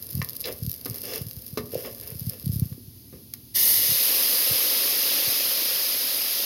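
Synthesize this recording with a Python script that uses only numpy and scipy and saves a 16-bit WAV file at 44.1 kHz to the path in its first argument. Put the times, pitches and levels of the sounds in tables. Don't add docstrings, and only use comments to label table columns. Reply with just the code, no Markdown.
import sys
import numpy as np
from scipy import signal
from scipy.fft import rfft, irfft, next_fast_len
from scipy.io import wavfile
from scipy.ndimage import map_coordinates

SR = 44100
rng = np.random.default_rng(int(sys.argv[2]) if len(sys.argv) > 2 else 0)


def materialize(psi):
    bounded = np.clip(np.atleast_2d(psi).T, -1, 1)
    quanta = np.round(bounded * 32767).astype(np.int16)
    wavfile.write(sys.argv[1], SR, quanta)


N = 284445

# pitch_hz [Hz], level_db [dB per Hz]
GRAIN_SPECTRUM = [(300, -47), (1500, -30), (3200, -20.5), (4200, -12.5), (5100, -5), (5700, -13.5),
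                  (6400, -15), (7700, -27.5), (9500, -12), (11200, -1), (12600, 0.5), (14000, -3.5),
                  (16000, -11.5)]
# time_s [s], level_db [dB]
STIRRING_LEVEL = [(0, -41), (.35, -41), (.5, -41), (.64, -45), (1.0, -40), (1.62, -46.5), (1.85, -41),
                  (2.0, -43), (2.68, -44)]
# start_s [s], peak_db [dB]
HANDLING_BUMPS = [(0.1461, -22), (0.1696, -20.5), (0.1911, -18), (0.221, -26), (0.6213, -21.5),
                  (0.6465, -26), (0.6724, -19), (0.8901, -30), (0.9063, -26), (1.21, -24), (1.2618, -28.5),
                  (1.3672, -29.5), (1.528, -29), (1.5886, -30), (1.633, -31), (1.7573, -30.5),
                  (2.1186, -32), (2.152, -28), (2.2125, -25.5), (2.268, -19.5), (2.286, -26),
                  (2.464, -17.5), (2.492, -17), (2.5304, -22), (2.5583, -17), (2.619, -11.5),
                  (2.7163, -24.5), (2.877, -33.5), (3.89, -31.5), (3.913, -29.5), (4.5077, -26),
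                  (5.273, -32.5)]
STIR_ENDS_S, SETTLE_S = 2.64, 0.16


def ticks():
    # start_s [s], level_db [relative dB],
    # weight_db [dB added to the colour below 7 kHz]
    loud_grains = [(0.0253, -24, -3), (0.1062, -24, -5), (0.153, -18, -2.5), (0.2007, -28, 2),
                   (0.2467, -18.5, -1), (0.289, -22, 5), (0.296, -19, 0), (0.3328, -26, 0),
                   (0.3668, -19.5, -2), (0.405, -20, -1), (0.411, -19, -3), (0.6344, -26, 7),
                   (0.6647, -20.5, 2.5), (0.6957, -19, 3), (0.7156, -16.5, -3), (0.7296, -25, 0),
                   (0.741, -23, 4), (0.8572, -21, 1), (0.862, -20, 2), (0.899, -19.5, 1), (0.944, -26, 3),
                   (0.9591, -22, -3), (1.018, -22.5, -1), (1.0548, -22, -2), (1.159, -18, 0),
                   (1.18, -22, 0), (1.3113, -25, 9), (1.7458, -22, 3), (2.0753, -26, -3),
                   (2.1037, -24, -10), (2.196, -21, -9), (2.297, -16, -2.5), (2.459, -20.5, -3),
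                   (2.5307, -25, -8), (2.559, -25, -7), (2.5974, -18, -1), (3.338, -18, -1)]
    rattle_gain, rattle_t60_s = 0.17, 0.0094
    loudness_samples = 66
    out = np.zeros(N)
    t = np.arange(SR // 50) / SR
    hz, grain_db = np.transpose(GRAIN_SPECTRUM)
    for start_s, level_db, weight_db in list(loud_grains) + stray_grains():
        rattle = rng.standard_normal(len(t)) * amp(-60 * t / rattle_t60_s)
        force = (t == 0) + rattle_gain * rattle
        click = coloured(force, np.c_[hz, grain_db + weight_db * (hz < 7000)])
        add(out, start_s, amp(level_db - 4.5) * click / click[:loudness_samples].std())
    return out


def stray_grains():
    rate_per_s, over_stirring_db = 25, 14.5
    level_scatter_db, weight_scatter_db = 2.0, 0.5
    start_s = moments(rate_per_s, STIR_ENDS_S)
    level, weight = rng.standard_normal(size=(2, len(start_s)))
    stirring_db = np.interp(start_s, *np.transpose(STIRRING_LEVEL))
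    level_db = stirring_db + over_stirring_db + level_scatter_db * level
    return list(zip(start_s, level_db, weight_scatter_db * weight))


def rustle():
    gain_db, fine_db = -1.0, -3
    clump_db, surge_db = 2, 1.4
    grains = patter(rate=1200, spread_db=8) + amp(fine_db) * rng.standard_normal(N)
    clumped = grains * amp(clump_db * wobble(60))
    surge = amp(gain_db + surge_db * wobble(10.36))
    return stirring() * surge * unit(coloured(clumped, GRAIN_SPECTRUM))


def stirring():
    level_db, = curves(STIRRING_LEVEL)
    return amp(level_db) * (1 - ramp(STIR_ENDS_S, SETTLE_S))


def scrape():
    # start_s [s], length_s [s], scrape_db [relative dB], crunch_db [dB]
    strokes = [(0.445, 0.032, -29.5, -55), (0.902, 0.069, -41.5, -61), (1.029, 0.13, -33, -37),
               (1.714, 0.081, -39, -44.5), (1.836, 0.023, -35, -50), (1.95, 0.16, -44, -65),
               (2.29, 0.047, -44.5, -55)]
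    # pitch_hz [Hz], level_db [dB per Hz]
    wall_spectrum = [(150, -21), (300, -4.5), (500, 1), (640, -4.5), (800, -12.5), (1150, -17),
                     (1450, -15.5), (2200, -16), (2850, -15.5), (3500, -14.5), (4500, -31), (5150, -9),
                     (5700, -44), (6400, -17.5), (7700, -35), (16000, -10)]
    # pitch_hz [Hz], level_db [dB per Hz]
    husk_spectrum = [(1000, -23), (2300, -23), (2800, -2), (3500, -16.5), (4500, -9), (5200, 3), (5800, -8),
                     (6500, -9), (7700, -27), (11500, -1.5), (16000, -20)]
    gain_db, judder_db = -1, 1.0
    drag_db = -10.5
    rubbing = amp(drag_db) * stirring()
    crushing = np.zeros(N)
    for start_s, length_s, scrape_db, crunch_db in strokes:
        pressure = stroke(start_s, length_s)
        rubbing = np.maximum(rubbing, amp(scrape_db) * pressure)
        crushing += amp(crunch_db) * pressure
    slips = patter(rate=3200, spread_db=3) * amp(judder_db * wobble(110))
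    ringing_wall = unit(pot(coloured(slips, wall_spectrum)))
    crunch = unit(coloured(patter(rate=3900, spread_db=0), husk_spectrum))
    return amp(gain_db) * rubbing * ringing_wall + crushing * crunch


def stroke(start_s, length_s):
    attack_s, swell_db, release_t60_s = 0.0036, 7, 0.28
    after_s = np.maximum(np.arange(N) / SR - start_s - length_s, 0)
    pressure_db = swell_db * (ramp(start_s, length_s) - 1)
    return ramp(start_s, attack_s) * amp(pressure_db - 60 * after_s / release_t60_s)


def knocks():
    # start_s [s], level_db [relative dB],
    # centre_hz [Hz, of the contact], width [octaves], chatter_t60_s [s]
    pot_knocks = [(0.217, -26, 1930, 0.95, 0.028), (0.441, -29.5, 3570, 0.44, 0.083),
                  (0.456, -28.5, 3800, 0.82, 0.064), (.482, -34.5, 2800, 1.1, 0.033),
                  (0.8579, -31.5, 1160, 1.17, 0.11), (1.135, -29, 3800, 0.98, .07),
                  (1.574, -21, 1470, 1.2, 0.086), (1.849, -34, 1400, 1.12, 0.075),
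                  (1.875, -42, 900, 1.2, 0.068), (2.727, -45, 1500, 1.9, 0.018),
                  (2.778, -38.5, 280, 0.66, 0.033), (3.127, -39.5, 332, 2.2, 0.27),
                  (3.3374, -33.5, 3760, 1.1, 0.027)]
    # start_s [s], peak_db [dB], pitch_hz [Hz]
    spoon_slips = [(.468, -30, 507), (.492, -27.5, 500), (.5, -27, 490), (.524, -36, 490),
                   (1.735, -22.5, 456), (1.753, -16, 505), (1.874, -29, 554), (2.117, -39.5, 490),
                   (2.352, -42, 493)]
    # pitch_hz [Hz], level_db [dB per Hz]
    wood_spectrum = [(120, 19), (230, 21), (500, 11), (800, -5), (1150, -2.5), (1500, -6), (2200, -5),
                     (2800, -8.5), (5000, -0.5), (6500, -4.5), (7700, -14.5), (12000, 11)]
    strike_gain = 5
    loudness_samples = 400
    out = np.zeros(N)
    t = np.arange(SR // 3) / SR
    grid_hz = np.geomspace(50, SR / 2, num=60)
    for start_s, level_db, centre_hz, octaves, t60_s in pot_knocks:
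        chatter = rng.standard_normal(len(t)) * amp(-60 * t / t60_s)
        force = strike_gain * (t == 0) + chatter
        off_centre_db = np.minimum(3 * (np.log2(grid_hz / centre_hz) / octaves) ** 2, 50)
        contact = np.c_[grid_hz, along(wood_spectrum, grid_hz) - off_centre_db]
        blow = pot(coloured(force, contact))
        add(out, start_s, amp(level_db - 3) * blow / blow[:loudness_samples].std())
    for start_s, peak_db, pitch_hz in spoon_slips:
        add(out, start_s, amp(peak_db) * throb(pitch_hz, rise_s=0.0025))
    return out


def pot(x):
    # pitch_hz [Hz], level_db [dB over the direct sound], t60_s [s]
    modes = [(246, 6, 0.12), (423, -1, 0.032), (505, 0.5, 0.099), (1086, 4, 0.08), (1180, 5.5, 0.041),
             (1757, 3, 0.022), (2100, 1.5, 0.014), (2320, -3, 0.037), (2660, 5, 0.025), (2880, -6, .05),
             (3440, 0, 0.035), (4030, 5, 0.026), (4960, 1.5, 0.014), (5270, -10, 0.022)]
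    t = np.arange(SR // 5) / SR
    response = (t == 0) * 1.0
    for pitch_hz, level_db, t60_s in modes:
        fade = amp(-60 * t / t60_s)
        response += amp(level_db) * 2 * fade / fade.sum() * np.cos(2 * np.pi * pitch_hz * t)
    return signal.fftconvolve(x, response)[:len(x)]


def bumps():
    final_hz, detune_scatter = 88, 0.061
    out = np.zeros(N)
    thuds = list(HANDLING_BUMPS) + fidgets()
    detunes = rng.normal(1, detune_scatter, len(thuds))
    for (start_s, peak_db), detune in zip(thuds, detunes):
        add(out, start_s, amp(peak_db) * throb(final_hz * detune, rise_s=0.0062, bend=1.33))
    return out


def fidgets():
    shortest_gap_s = 0.018
    relative_db, scatter_db = -12.5, 5
    gap, drop = rng.random((2, len(HANDLING_BUMPS), 2))
    bump_s, bump_db = np.transpose(HANDLING_BUMPS)
    start_s = bump_s[:, None] + np.array([-1, 1]) * shortest_gap_s * (1 + gap)
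    peak_db = bump_db[:, None] + relative_db - scatter_db * drop
    return list(zip(start_s.ravel(), peak_db.ravel()))


def tap():
    # time_s [s], level_db [dB]
    jet_level = [(3.57, -20.5), (3.66, -17.5), (3.82, -21), (5.9, -26), (6.42, -26.5)]
    # pitch_hz [Hz], level_db [dB per Hz]
    spray_spectrum = [(4000, -24.5), (7700, -23), (8600, -16.5), (10000, -7), (11300, 1), (12500, 0.5),
                      (14000, -2.5), (16000, -12)]
    bottom_spectrum = [(1200, -41), (1600, -21), (1780, -1), (2080, -2), (2300, -15), (2680, -11),
                       (2900, 1), (3200, -11), (3500, -1.5), (4300, 0), (5020, 7), (5800, 2), (6400, 3),
                       (7700, -36), (10000, -39)]
    splash_spectrum = [(900, -37), (1550, -19), (2150, -16.5), (2600, -10.5), (3000, -9), (3800, -6.5),
                       (4500, -4.5), (5020, 0.5), (5750, -9.5), (6350, -7.5), (7000, -16), (7700, -33),
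                       (10000, -29)]
    pool_spectrum = [(40, -56), (100, -14), (160, -13), (250, -4), (380, -6.5), (510, 3), (740, -6.5),
                     (1000, -5.5), (1170, -1), (1450, -8), (2200, 2), (4000, -55)]
    opens_s, opening_s = 3.537, 0.02
    gather_s, dry_pool_db = 0.63, -10
    shallow_splash_db, shallow_pool_db = -28, -39.5
    depth_splash_db, depth_pool_db = 2.5, 1.8
    deep_cushion_db = -4
    flutter_db, bubble_db, pitch_rise = 0.6, -9, 1.095

    covered = ramp(3.74, 0.38)
    depth = ramp(4.54, 2.5)
    cushion_db = deep_cushion_db * ramp(5.24, 0.87)
    spray_db, = curves(jet_level)
    splash_db = shallow_splash_db + depth_splash_db * depth + cushion_db
    gathering_db = dry_pool_db * (1 - ramp(opens_s, gather_s))
    pool_db = shallow_pool_db + gathering_db + depth_pool_db * depth + cushion_db
    valve = ramp(opens_s, opening_s) ** 2

    drops = patter(rate=16000, spread_db=2.5) * amp(flutter_db * wobble(300))
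    small_bubbles = bubbles(1626, 7280, cycles=62, count=6000)
    fizz = amp(bubble_db) * small_bubbles + patter(rate=14000, spread_db=2.5)
    large_bubbles = bubbles(259, 1640, cycles=9.0, count=2500, size=1500)
    gurgle = amp(bubble_db) * large_bubbles + patter(rate=9000, spread_db=4.0)

    spray = amp(spray_db) * unit(coloured(drops, spray_spectrum))
    drumming = np.sqrt(1 - covered) * unit(coloured(drops, bottom_spectrum))
    splash = np.sqrt(covered) * unit(coloured(fizz, splash_spectrum))
    risen_spectrum = np.multiply(pool_spectrum, [pitch_rise, 1])
    hollow = (1 - depth) * coloured(gurgle, pool_spectrum) + depth * coloured(gurgle, risen_spectrum)
    return valve * (spray + amp(splash_db) * (drumming + splash) + amp(pool_db) * unit(hollow))


def kitchen(x):
    # pitch_hz [Hz], t60_s [s]
    decay = [(100, 0.66), (500, 0.55), (3000, 0.12), (12000, 0.06)]
    frame = 256
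    hz, t, bins = signal.stft(rng.standard_normal(SR // 2), SR, nperseg=frame)
    fade = amp(-60 * t / along(decay, hz)[:, None])
    tail = signal.istft(bins * fade, SR, nperseg=frame)[1]
    return signal.fftconvolve(np.pad(x, (frame, 0)), tail / np.linalg.norm(tail))[:N]


def background():
    # pitch_hz [Hz], level_db [dB per Hz]
    rumble_spectrum = [(30, -27), (60, -3), (110, 2.5), (170, -10.5), (250, -4), (400, -18), (560, -30),
                       (900, -32), (2000, -52)]
    hiss_spectrum = [(500, -36), (900, -27), (2000, -17.5), (3000, -12.5), (4200, -8), (5050, -3),
                     (5700, -11), (6400, -9), (7700, -26), (9500, -10.5), (11500, 2), (13000, -2.5),
                     (16000, -5.5)]
    start_db, sink_db, hiss_db = -50, -14.5, -49.5
    rumble_db = start_db + sink_db * ramp(3.78, 0.34)
    rumble = unit(coloured(rng.standard_normal(N), rumble_spectrum)) * amp(0.47 * wobble(7.45))
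    hiss = unit(coloured(rng.standard_normal(N), hiss_spectrum))
    return amp(rumble_db) * rumble + amp(hiss_db) * hiss


def amp(db):
    return 10 ** (np.asarray(db) / 20)


def unit(x):
    return x / np.sqrt(np.mean(x ** 2) + 1e-20)


def along(points, hz):
    point_hz, value = np.transpose(points)
    return np.interp(np.log(hz + 1), np.log(point_hz), value)


def curves(rows):
    time_s, *columns = np.transpose(rows)
    return [np.interp(np.arange(N) / SR, time_s, column) for column in columns]


def ramp(start_s, duration_s):
    return np.clip((np.arange(N) / SR - start_s) / duration_s, 0, 1)


def wobble(rate):
    knots = rng.standard_normal(int(N * rate / SR) + 4)
    return map_coordinates(knots, [np.arange(N) * rate / SR])


def moments(rate, until_s):
    time_s = (np.arange(200) + rng.random(200)) / rate
    return time_s[time_s < until_s]


def add(track, start_s, sound):
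    part = track[max(round(start_s * SR), 0):][:len(sound)]
    part += sound[:len(part)]


def coloured(x, spectrum, size=4096):
    gain = amp(along(spectrum, np.fft.rfftfreq(size, 1 / SR)))
    cepstrum = irfft(np.log(gain))
    cepstrum[1:size // 2] *= 2
    cepstrum[size // 2 + 1:] = 0
    return signal.fftconvolve(x, irfft(np.exp(rfft(cepstrum))))[:len(x)]


def patter(rate, spread_db):
    size = amp(spread_db * np.clip(rng.standard_normal(N), -2, 2))
    hits = rng.random(N) < rate / SR
    return unit(hits * size * rng.choice([-1, 1], N))


def bubbles(low_hz, high_hz, cycles, count, size=700):
    when, pitch = rng.random((2, count, 1))
    hz = low_hz * (high_hz / low_hz) ** pitch
    age = np.arange(size) / SR * hz / cycles
    tones = amp(-60 * age) * np.sin(2 * np.pi * cycles * age * (1 + age / 10))
    places = (when * N).astype(int) + np.arange(size)
    return unit(np.bincount(places.ravel(), tones.ravel())[:N])


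def throb(hz, rise_s, bend=0):
    t = np.arange(SR // 10) / SR
    turns = hz * (t + bend * rise_s * (1 - np.exp(-t / rise_s)))
    swell = (t / rise_s * np.exp(1 - t / rise_s)) ** 2
    return swell * np.sin(2 * np.pi * turns)


def scene():
    room_db = -13
    blows = knocks() + ticks()
    room = amp(room_db) * kitchen(blows)
    mono = blows + room + bumps() + rustle() + scrape() + tap() + background()
    return np.array([mono, mono])


def record(dry):
    low_cut_hz, top_hz = 52, 15950
    high_pass = signal.butter(3, low_cut_hz, "high", fs=SR, output="sos")
    dry = signal.sosfilt(high_pass, dry)
    size = next_fast_len(N + SR // 2)
    in_band = np.fft.rfftfreq(size, 1 / SR) < top_hz
    return irfft(rfft(dry, size) * in_band, size)[:, :N]


dry = scene()
out = record(dry)
materialize(out)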